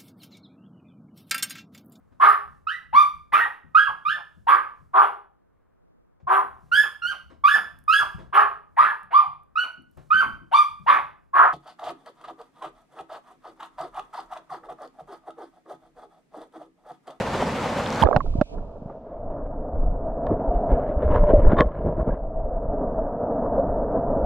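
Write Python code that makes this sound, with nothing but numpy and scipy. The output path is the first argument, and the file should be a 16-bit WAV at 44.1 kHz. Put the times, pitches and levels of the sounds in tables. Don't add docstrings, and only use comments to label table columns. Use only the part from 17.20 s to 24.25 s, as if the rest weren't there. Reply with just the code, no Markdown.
import sys
import numpy as np
from scipy import signal
from scipy.fft import rfft, irfft
from scipy.io import wavfile
from scipy.ndimage import uniform_filter1d

SR = 44100
rng = np.random.default_rng(int(sys.argv[2]) if len(sys.argv) > 2 else 0)


def put_to_file(sound):
    columns = np.atleast_2d(sound).T
    safe = np.clip(columns, -1, 1)
    whole_steps = np.round(safe * 32767)
    wavfile.write(sys.argv[1], SR, whole_steps.astype(np.int16))


def voltage_ratio(level):
    return 10 ** (np.asarray(level, float) / 20)


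N = 311076

DIVE_S = .838
DIVE_LEAN_DB = -13

# pitch_hz, level_db, t60_s
HOUSING = [(484, 0, .06), (612, -5, .04), (1082, -3, .05), (1448, -20, .05), (1735, -15, .035),
           (2250, -33, .025), (3100, -38, .06), (3610, -36, .035), (4280, -52, .025), (4600, -52, .025)]
# time_s, level_db
RUSH_LEVEL = [(.84, -20.5), (.92, -35), (.96, -22), (1.02, -53.5), (1.07, -42.5), (1.12, -43),
              (1.19, -37.5), (1.23, -65), (1.34, -40), (1.5, -41), (1.85, -42.5), (2.06, -36), (2.2, -32.5),
              (2.28, -36.5), (2.48, -33.5), (2.72, -34), (3.05, -29), (3.6, -27), (4.2, -49), (4.4, -21.5),
              (4.53, -50), (4.65, -36.5), (5.08, -36.5), (5.7, -27), (5.9, -27.5), (6.1, -25.5),
              (7.05, -23.5)]
# time_s, level_db
PUSH_LEVEL = [(.84, -23), (.92, -46.5), (.96, -27), (1.0, -31), (1.19, -22.5), (1.27, -39.5), (1.34, -32.5),
              (1.7, -46), (1.87, -57), (2.03, -30), (2.79, -27), (3.3, -24.5), (3.53, -25.5), (3.58, -30.5),
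              (3.85, -15.5), (4.2, -15.5), (4.45, -18.5), (4.54, -30), (4.63, -19.5), (4.92, -28.5),
              (5.0, -25), (5.95, -32.5), (6.03, -23.5), (6.1, -33.5), (6.45, -25), (7.05, -27)]


def amp_of(points, at):
    return voltage_ratio(np.interp(at, *np.transpose(points)))


def log_read(points, hz):
    f, value = np.transpose(points)
    return np.interp(np.log(hz + 1), np.log(f + 1), value)


def evened(x):
    return x / np.sqrt(np.mean(x ** 2) + 1e-20)


def add(mix, s, sound, pan_db):
    part = mix[:, round(s * SR):][:, :len(sound)]
    part += voltage_ratio(np.array([[pan_db / 2], [-pan_db / 2]])) * sound[:part.shape[1]]


def noise(spectrum, size, patchy_db, flicker_db, tilt_db=0, count=N):
    hz, frames = np.fft.rfftfreq(size, 1 / SR), 4 * count // size + 5
    a, b, patches = rng.standard_normal((frames, len(hz), 3)).T
    patches = uniform_filter1d(patches, size=size // 128, axis=0)
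    patches = evened(uniform_filter1d(patches, size=8, axis=1))
    flicker = evened(uniform_filter1d(rng.standard_normal(frames), size=4))
    field_db = (log_read(spectrum, hz) + tilt_db * np.log2(hz / 1000 + 0.00085))[:, None]
    z = (a + 1j * b) * voltage_ratio(field_db + patchy_db * patches + flicker_db * flicker)
    return evened(signal.istft(z, nperseg=size, noverlap=3 * size // 4)[1][:count])


def ring(hz, t60, glide=0, rise=4):
    t = np.arange(4000) / SR
    onset = (1 - np.exp(-t * hz * rise)) ** 2
    return np.sin(2 * np.pi * hz * (t + glide * t ** 2)) * voltage_ratio(-60 * t / t60) * onset


def babble(t):
    # pitch_hz, density_db (per Hz)
    air_spectrum = [(15, -58), (25, -19), (96, 1.5), (183, 2), (215, 6), (314, -4.5), (583, 4.5), (649, -2),
                    (921, -0.5), (1240, -6), (1340, -6.5), (7520, -29.5), (15600, -50)]
    # pitch_hz, density_db (per Hz)
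    apart_spectrum = [(24, -41), (40, -3.5), (66, -4), (120, -24.5), (325, -4), (654, -9), (1000, -1.5),
                      (1770, -10), (7540, -22), (15600, -41.5)]
    # pitch_hz, share
    left_lean = [(1500, 0), (4400, .06), (8000, .17), (14000, .5)]
    level_db, apart_db = -26, -11.5
    count = SR
    mid = noise(air_spectrum, size=1024, patchy_db=1.0, flicker_db=1.5, count=count)
    for hz in np.geomspace(400, 9000, num=24):
        starts = rng.random(count) < 25 / SR
        sizes = voltage_ratio(4.3 * rng.exponential(1, count)) * starts
        bubbles = signal.oaconvolve(sizes, ring(hz, 12 / hz, glide=hz / 40))[:count]
        mid += voltage_ratio(-14.5 + log_read(air_spectrum, hz) * 0.41) * bubbles
    mid = evened(mid)
    hz = np.fft.rfftfreq(count, 1 / SR)
    apart = noise(apart_spectrum, size=1024, patchy_db=-0.1, flicker_db=0.0, count=count)
    side = irfft(voltage_ratio(apart_db) * rfft(apart) + log_read(left_lean, hz) * rfft(mid), count)
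    pair = np.zeros((2, N))
    pair[:, :count] = mid + np.array([[1], [-1]]) * side
    return pair * voltage_ratio(level_db) * np.clip((DIVE_S - t) / 0.0015, 0, 1)


def under_water(mid, apart, t):
    side = 0.89 * apart - 0.35 * mid
    return np.array([mid + side, mid - side]) * np.clip((t - DIVE_S) / 0.00075, 0, 1)


def muffled_rush(t):
    # pitch_hz, density_db (per Hz)
    rush_spectrum = [(53, -48), (90, -8.5), (150, -7.5), (185, -7.5), (283, 0), (357, -17), (426, -3),
                     (600, 0), (710, 0), (765, -12.5), (941, -11.5), (1070, -20.5), (1190, -19.5),
                     (1670, -36.5), (2270, -60), (3000, -66), (3900, -100), (6600, -120)]
    gain = amp_of(RUSH_LEVEL, t)
    mid, apart = [gain * noise(rush_spectrum, size=1024, patchy_db=.9, flicker_db=1.5) for _ in range(2)]
    return under_water(mid, apart, t)


def rumble(t):
    # pitch_hz, density_db (per Hz)
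    rumble_spectrum = [(8.8, -25), (15, 9.5), (51, -5), (123, -18.5), (162, -18.5), (198, -26), (300, -22),
                       (390, -47), (660, -120)]
    gain = amp_of(PUSH_LEVEL, t)
    mid, apart = [gain * noise(rumble_spectrum, size=4096, patchy_db=3.5, flicker_db=1.0) for _ in range(2)]
    return under_water(mid, 0.3 * apart, t)


def shell_ring(t):
    # time_s, pitch_hz, level_db
    at, shell_hz, shell_db = np.transpose([(1.998, 637, 4.5), (2.719, 674, -12.5), (2.78, 651, 2.5),
                                           (3.448, 688.5, 5.5), (3.6, 613, 9), (3.898, 617, -3.5),
                                           (3.98, 579, 4.5), (4.052, 601, 1), (4.151, 594, 8.5),
                                           (4.22, 589, -8), (4.4, 577, 1.5), (4.701, 635, -2.5),
                                           (5.199, 655, -1), (5.8, 671, -2.5), (6.399, 644, -3),
                                           (7.05, 702.6, -0.5)])
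    from_rush_db, from_push_db = -15.5, -11
    waver_db, waver_s = 3.5, 0.11
    pole_width_hz = 80
    turn = np.exp(2j * np.pi * np.cumsum(np.interp(t, at, shell_hz)) / SR)
    r = np.exp(-np.pi * pole_width_hz / SR)
    waver = evened(signal.oaconvolve(rng.standard_normal(N), np.hanning(round(waver_s * SR)), "same"))
    rush_part = voltage_ratio(from_rush_db) * amp_of(RUSH_LEVEL, t)
    push_part = voltage_ratio(from_push_db) * amp_of(PUSH_LEVEL, t)
    gain = np.hypot(rush_part, push_part) * voltage_ratio(np.interp(t, at, shell_db) + waver_db * waver)
    gain = gain * np.interp(t, (1.4, 2.2), (0, 1))
    layers = []
    for _ in range(2):
        drive = signal.lfilter([1], [1, -r], rng.standard_normal(N) / turn)
        layers.append(gain * evened((turn * signal.lfilter([1], [1, -r], drive)).real))
    return under_water(*layers, t)


def pops():
    # (as in ring, per s)
    air_pops = [(.821, -17, 900, .02, 0), (.8275, -12, 900, .03, 0), (.8355, -8, 900, .007, 0),
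                (.855, -33, 1650, .04, 0), (.857, -28, 1150, .03, 0), (.8635, -13, 450, .008, 0),
                (.8695, -21, 1250, .022, 0), (.870, -16, 750, .018, 0), (.871, -43, 2200, .015, 0),
                (.869, -53, 3500, .03, 0), (.8868, -10, 580, .011, 0), (.887, -27, 1200, .012, 0),
                (.904, -26, 800, .025, 0), (.912, -46, 2250, .012, 0), (.911, -15, 700, .015, 0),
                (.9175, -20, 480, .025, 0), (.928, -17, 1150, .016, 0), (.9285, -36, 1600, .05, 0),
                (.9305, -21, 600, .022, 0), (.944, -19, 650, .03, 0), (.9618, -7, 650, .013, 0),
                (.969, -17, 750, .022, 0), (1.0045, -20, 1150, .028, -6), (1.006, -46, 2050, .02, 0),
                (1.043, -33, 400, .03, 0), (1.06, -33, 700, .04, 0), (1.061, -46, 1250, .03, 0),
                (1.138, -43, 1100, .015, 0), (1.2, -32, 700, .03, 0), (1.213, -13, 600, .03, 0),
                (1.383, -46, 1350, .03, 0), (1.535, -38, 620, .04, 0), (1.662, -41, 600, .03, 0),
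                (1.697, -37, 820, .035, 0), (1.698, -43, 1200, .03, 0), (4.905, -42, 1600, .05, 0),
                (5.785, -18, 650, .06, 0), (6.258, -31, 1050, .03, 5), (6.377, -16, 540, .06, 0),
                (6.392, -18, 560, .04, 0), (6.393, -62, 3600, .012, 0)]
    out = np.zeros((2, N))
    for s, db, hz, t60, glide in air_pops:
        smoothing = signal.windows.blackmanharris(120)
        wobble = 1 + .25 * evened(np.convolve(rng.standard_normal(4000), smoothing, "same"))
        pop = ring(hz, t60, glide, rise=1.0)
        add(out, s, voltage_ratio(db) * pop / abs(pop).max() * wobble, DIVE_LEAN_DB)
    return out


def slaps():
    # start_s, level_db (before decay and lean), t60_s, brightness_db (per octave)
    port_slaps = [(.8362, -9, .005, 4), (.8485, -25, .003, 7), (.872, -30, .015, -3), (.895, -40, .01, 1),
                  (.949, -34, .015, 0), (.9625, -11, .02, 1), (1.2125, -13, .018, -.5)]
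    # pitch_hz, density_db (per Hz)
    slap_spectrum = [(200, -24), (400, -10), (713, 0), (1250, -14), (1630, -14), (2090, -24), (3810, -31),
                     (14000, -78)]
    out, t = np.zeros((2, N)), np.arange(4000) / SR
    for s, db, t60, tilt_db in port_slaps:
        burst = noise(slap_spectrum, size=512, patchy_db=0, flicker_db=0, tilt_db=tilt_db, count=4000)
        add(out, s, voltage_ratio(db - 60 * t / t60) * burst * np.clip(t / .0008, 0, 1), DIVE_LEAN_DB)
    return out


def gurgle(t):
    per_s, level_db, t60_s = 160, -29, 0.27
    out, fading = np.zeros((2, N)), voltage_ratio(level_db - 60 * (t[:SR] / t60_s))
    for hz in np.geomspace(500, 2200, num=10):
        starts = rng.random(SR) < per_s / 10 / SR
        sizes = voltage_ratio(4.7 * rng.standard_normal(SR)) * starts
        bubble = ring(hz, 9 / hz, rise=1) * 700 / hz
        add(out, DIVE_S, signal.oaconvolve(sizes * fading, bubble), DIVE_LEAN_DB)
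    return out


def drips():
    # start_s, peak_db (before pan), pitch_hz, t60_cycles, pan_db (left against right)
    drops = [(.5795, -41, 11500, 5, 4), (.6618, -21, 3300, 8, 1), (.7042, -22, 5000, 4, 0),
             (.7272, -26, 5900, 8, 1), (.7478, -26, 5500, 3, 3), (.7598, -28, 4200, 5, 3),
             (.811, -38, 13400, 10, 5), (.8238, -16, 3200, 34, 0), (.8265, -32, 10200, 20, 4)]
    out = np.zeros((2, N))
    for s, db, hz, cycles, pan_db in drops:
        drip = ring(hz, cycles / hz, rise=0.88)
        add(out, s, voltage_ratio(db) * drip / abs(drip).max(), pan_db)
    return out


def rubs():
    # pitch_hz, density_db (per Hz)
    skin_spectrum = [(59, -29), (100, 15), (174, 1.5), (393, -4.5), (624, 5.5), (786, -14), (991, -9.5),
                     (1410, -25.5), (1570, -23), (2280, -38.5), (2780, -45.5), (3700, -55.5), (4400, -65.5),
                     (7000, -80.5), (9100, -107), (15400, -120)]
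    # middle_s, level_db (nominal), length_s, brightness_db (per octave)
    strokes = [(1.385, -41, .03, -1), (1.72, -47, .07, 1), (1.92, -50, .14, 2), (1.975, -51, .04, 2),
               (2.12, -49, .05, 2), (2.17, -43, .05, -1), (2.263, -47, .01, 4), (2.556, -46, .01, 3),
               (3.12, -26, .04, -2), (3.21, -35, .05, -1), (3.35, -33, .04, 0), (3.518, -22, .035, 0),
               (3.57, -36, .08, 3), (3.63, -34, .05, 0), (3.7, -34, .07, 2), (3.835, -28, .05, 2),
               (3.92, -28, .07, 2), (3.96, -23, .065, 3), (4.04, -34, .07, 1), (4.1, -25, .07, 1.5),
               (4.2, -29, .06, 2), (4.255, -30, .07, 2), (4.318, -22, .045, 2.5), (4.47, -36, .06, 1),
               (4.535, -40, .09, 2), (4.6, -34, .07, 0), (4.68, -27, .06, -1.5), (4.73, -36, .08, 0),
               (4.8, -28, .045, -1.5), (4.885, -26, .05, -2), (4.93, -38, .09, 0)]
    fall_db = 24
    judder_db, judder_s = 3, .004
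    lift_db, t60_share = -3, .3
    out, shell = np.zeros((2, N)), 0
    for hz, _, t60 in HOUSING:
        damped = t60 * t60_share
        shell = shell + voltage_ratio(lift_db) * 2 * np.log(1000) / (damped * SR) * ring(hz, damped)
    for s, db, length, tilt_db in strokes:
        u = np.arange(-3 * length, 3 * length, 1 / SR)[:SR] / length
        grit = noise(skin_spectrum, size=512, patchy_db=2.5, flicker_db=1.2, tilt_db=tilt_db, count=SR)[:len(u)]
        judder = np.convolve(rng.standard_normal(SR), np.hanning(round(judder_s * SR)), "same")[:len(u)]
        grit = grit * voltage_ratio(judder_db * evened(judder) - 1)
        grit = evened(grit + signal.oaconvolve(grit, shell)[:len(u)])
        swell = voltage_ratio(db - fall_db * (np.hypot(u, .3) - 0.5014)) * np.hanning(len(u)) ** .5
        add(out, s - 3 * length, swell * grit, 0)
    return out


def scrape():
    start_s, end_s, level_db = 4.378, 4.408, -18
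    bright_db = 2.5
    out, count = np.zeros((2, N)), round((end_s - start_s) * SR)
    slips = rng.standard_normal(4000)[:count] * (rng.random(4000)[:count] < 2500 / SR)
    slips = slips * signal.windows.tukey(count, .4)
    modes = sum(voltage_ratio(d + bright_db * np.log2(hz / 500)) * ring(hz, t60, rise=0.99) for hz, d, t60 in HOUSING)
    rung = np.convolve(slips, modes)
    add(out, start_s, voltage_ratio(level_db) * rung / np.std(rung[:count]), 0)
    return out


def knocks():
    # start_s, body_peak_db, crack_db (against the body peak)
    blows = [(3.0675, -28, -13), (3.081, -44, -12), (4.367, -21, -25), (4.376, -22, -20), (4.407, -11, -5),
             (4.416, -10, -45)]
    # pitch_hz, density_db (per Hz)
    crack_spectrum = [(300, -42.5), (1900, 4), (3700, -14), (5000, -24), (9000, -44), (15000, -68)]
    out, t = np.zeros((2, N)), np.arange(4000) / SR
    for s, db, crack_db in blows:
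        body = sum(voltage_ratio(d + 2 * rng.standard_normal()) * ring(hz, t60, rise=1) for hz, d, t60 in HOUSING)
        crack = noise(crack_spectrum, size=512, patchy_db=0, flicker_db=0, count=4000)
        crack = crack * voltage_ratio(-60 * t / .012) * np.clip(t / 0.00021, 0, 1)
        add(out, s, voltage_ratio(db) * (body / abs(body).max() + voltage_ratio(crack_db) * crack), 0)
    return out


def pushes():
    # start_s, peak_db (before lean), pitch_hz, direction (of the main swing, +1 or -1)
    thumps = [(.819, -14, 170, 1), (.828, -18, 152, 1), (.8405, -12, 60, -1), (.9615, -9, 125, 1),
              (1.152, -16, 214, 1), (1.181, -15, 98, 1), (1.2133, -6, 244, -1), (1.619, -28, 193, 1),
              (1.656, -25, 145, 1), (3.111, -19, 347, -1), (3.116, -8, 300, -1), (3.274, -14, 36, 1),
              (3.344, -13, 34, 1), (3.515, -8, 42, 1), (3.761, -15, 55, 1), (3.853, -11, 62, -1),
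              (4.028, -15, 130, 1), (4.1358, -4, 360, -1), (4.175, -11, 75, -1), (4.283, -13, 80, -1),
              (4.3305, -5, 230, -1), (4.4068, -5, 260, -1), (4.449, -12, 45, 1), (4.646, -18, 159, -1),
              (4.781, -17, 258, 1), (4.805, -16, 50, -1), (4.902, -17, 32, 1)]
    out = np.zeros((2, N))
    for s, db, hz, way in thumps:
        turns = np.arange(0, 1.5, hz / SR)
        swing = np.sin(2 * np.pi * turns) * np.hanning(len(turns)) ** 0.59
        lean_db = DIVE_LEAN_DB * (s < .9)
        add(out, s, -way * voltage_ratio(db) * swing, lean_db)
    return out


def port_hiss(t):
    # pitch_hz, density_db (per Hz)
    hiss_spectrum = [(880, -25.5), (1500, -0.5), (1770, -14.5), (2130, -3.5), (2310, 5), (5150, -3.5),
                     (8480, -12), (15600, -34)]
    # time_s, level_db
    hiss_level = [(1.345, -57.5), (1.355, -64), (1.8, -59.5)]
    gain = amp_of(hiss_level, t)
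    return [noise(hiss_spectrum, size=512, patchy_db=.5, flicker_db=0) * gain for _ in range(2)]


def scene():
    t = np.arange(N) / SR
    stream = babble(t) + muffled_rush(t) + rumble(t) + shell_ring(t)
    air_and_drops = pops() + slaps() + gurgle(t) + drips()
    handling = rubs() + scrape() + knocks() + pushes()
    return stream + air_and_drops + handling


def low_pass(x):
    return signal.sosfilt(signal.butter(12, 15700, fs=SR, output="sos"), x)


def record(dry):
    # time_s, side_db
    stereo_width = [(.8, -5), (.83, -0.5), (1.0, -2.5), (1.35, -3), (1.45, -10), (1.8, -23.5), (2.3, -57),
                    (2.5, -83.5)]
    t = np.arange(N) / SR
    width = amp_of(stereo_width, t)
    mid_hiss, side_hiss = port_hiss(t)
    floor = voltage_ratio(-100.5) * rng.standard_normal(N)
    mid = dry.mean(0) + voltage_ratio(-11.5) * width ** .5 * mid_hiss + floor
    side = ((dry[0] - dry[1]) / 2 + side_hiss) * width
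    mix = np.clip([mid + side, mid - side], -1, 1)
    return low_pass(mix)


dry = scene()
out = record(dry)
put_to_file(out)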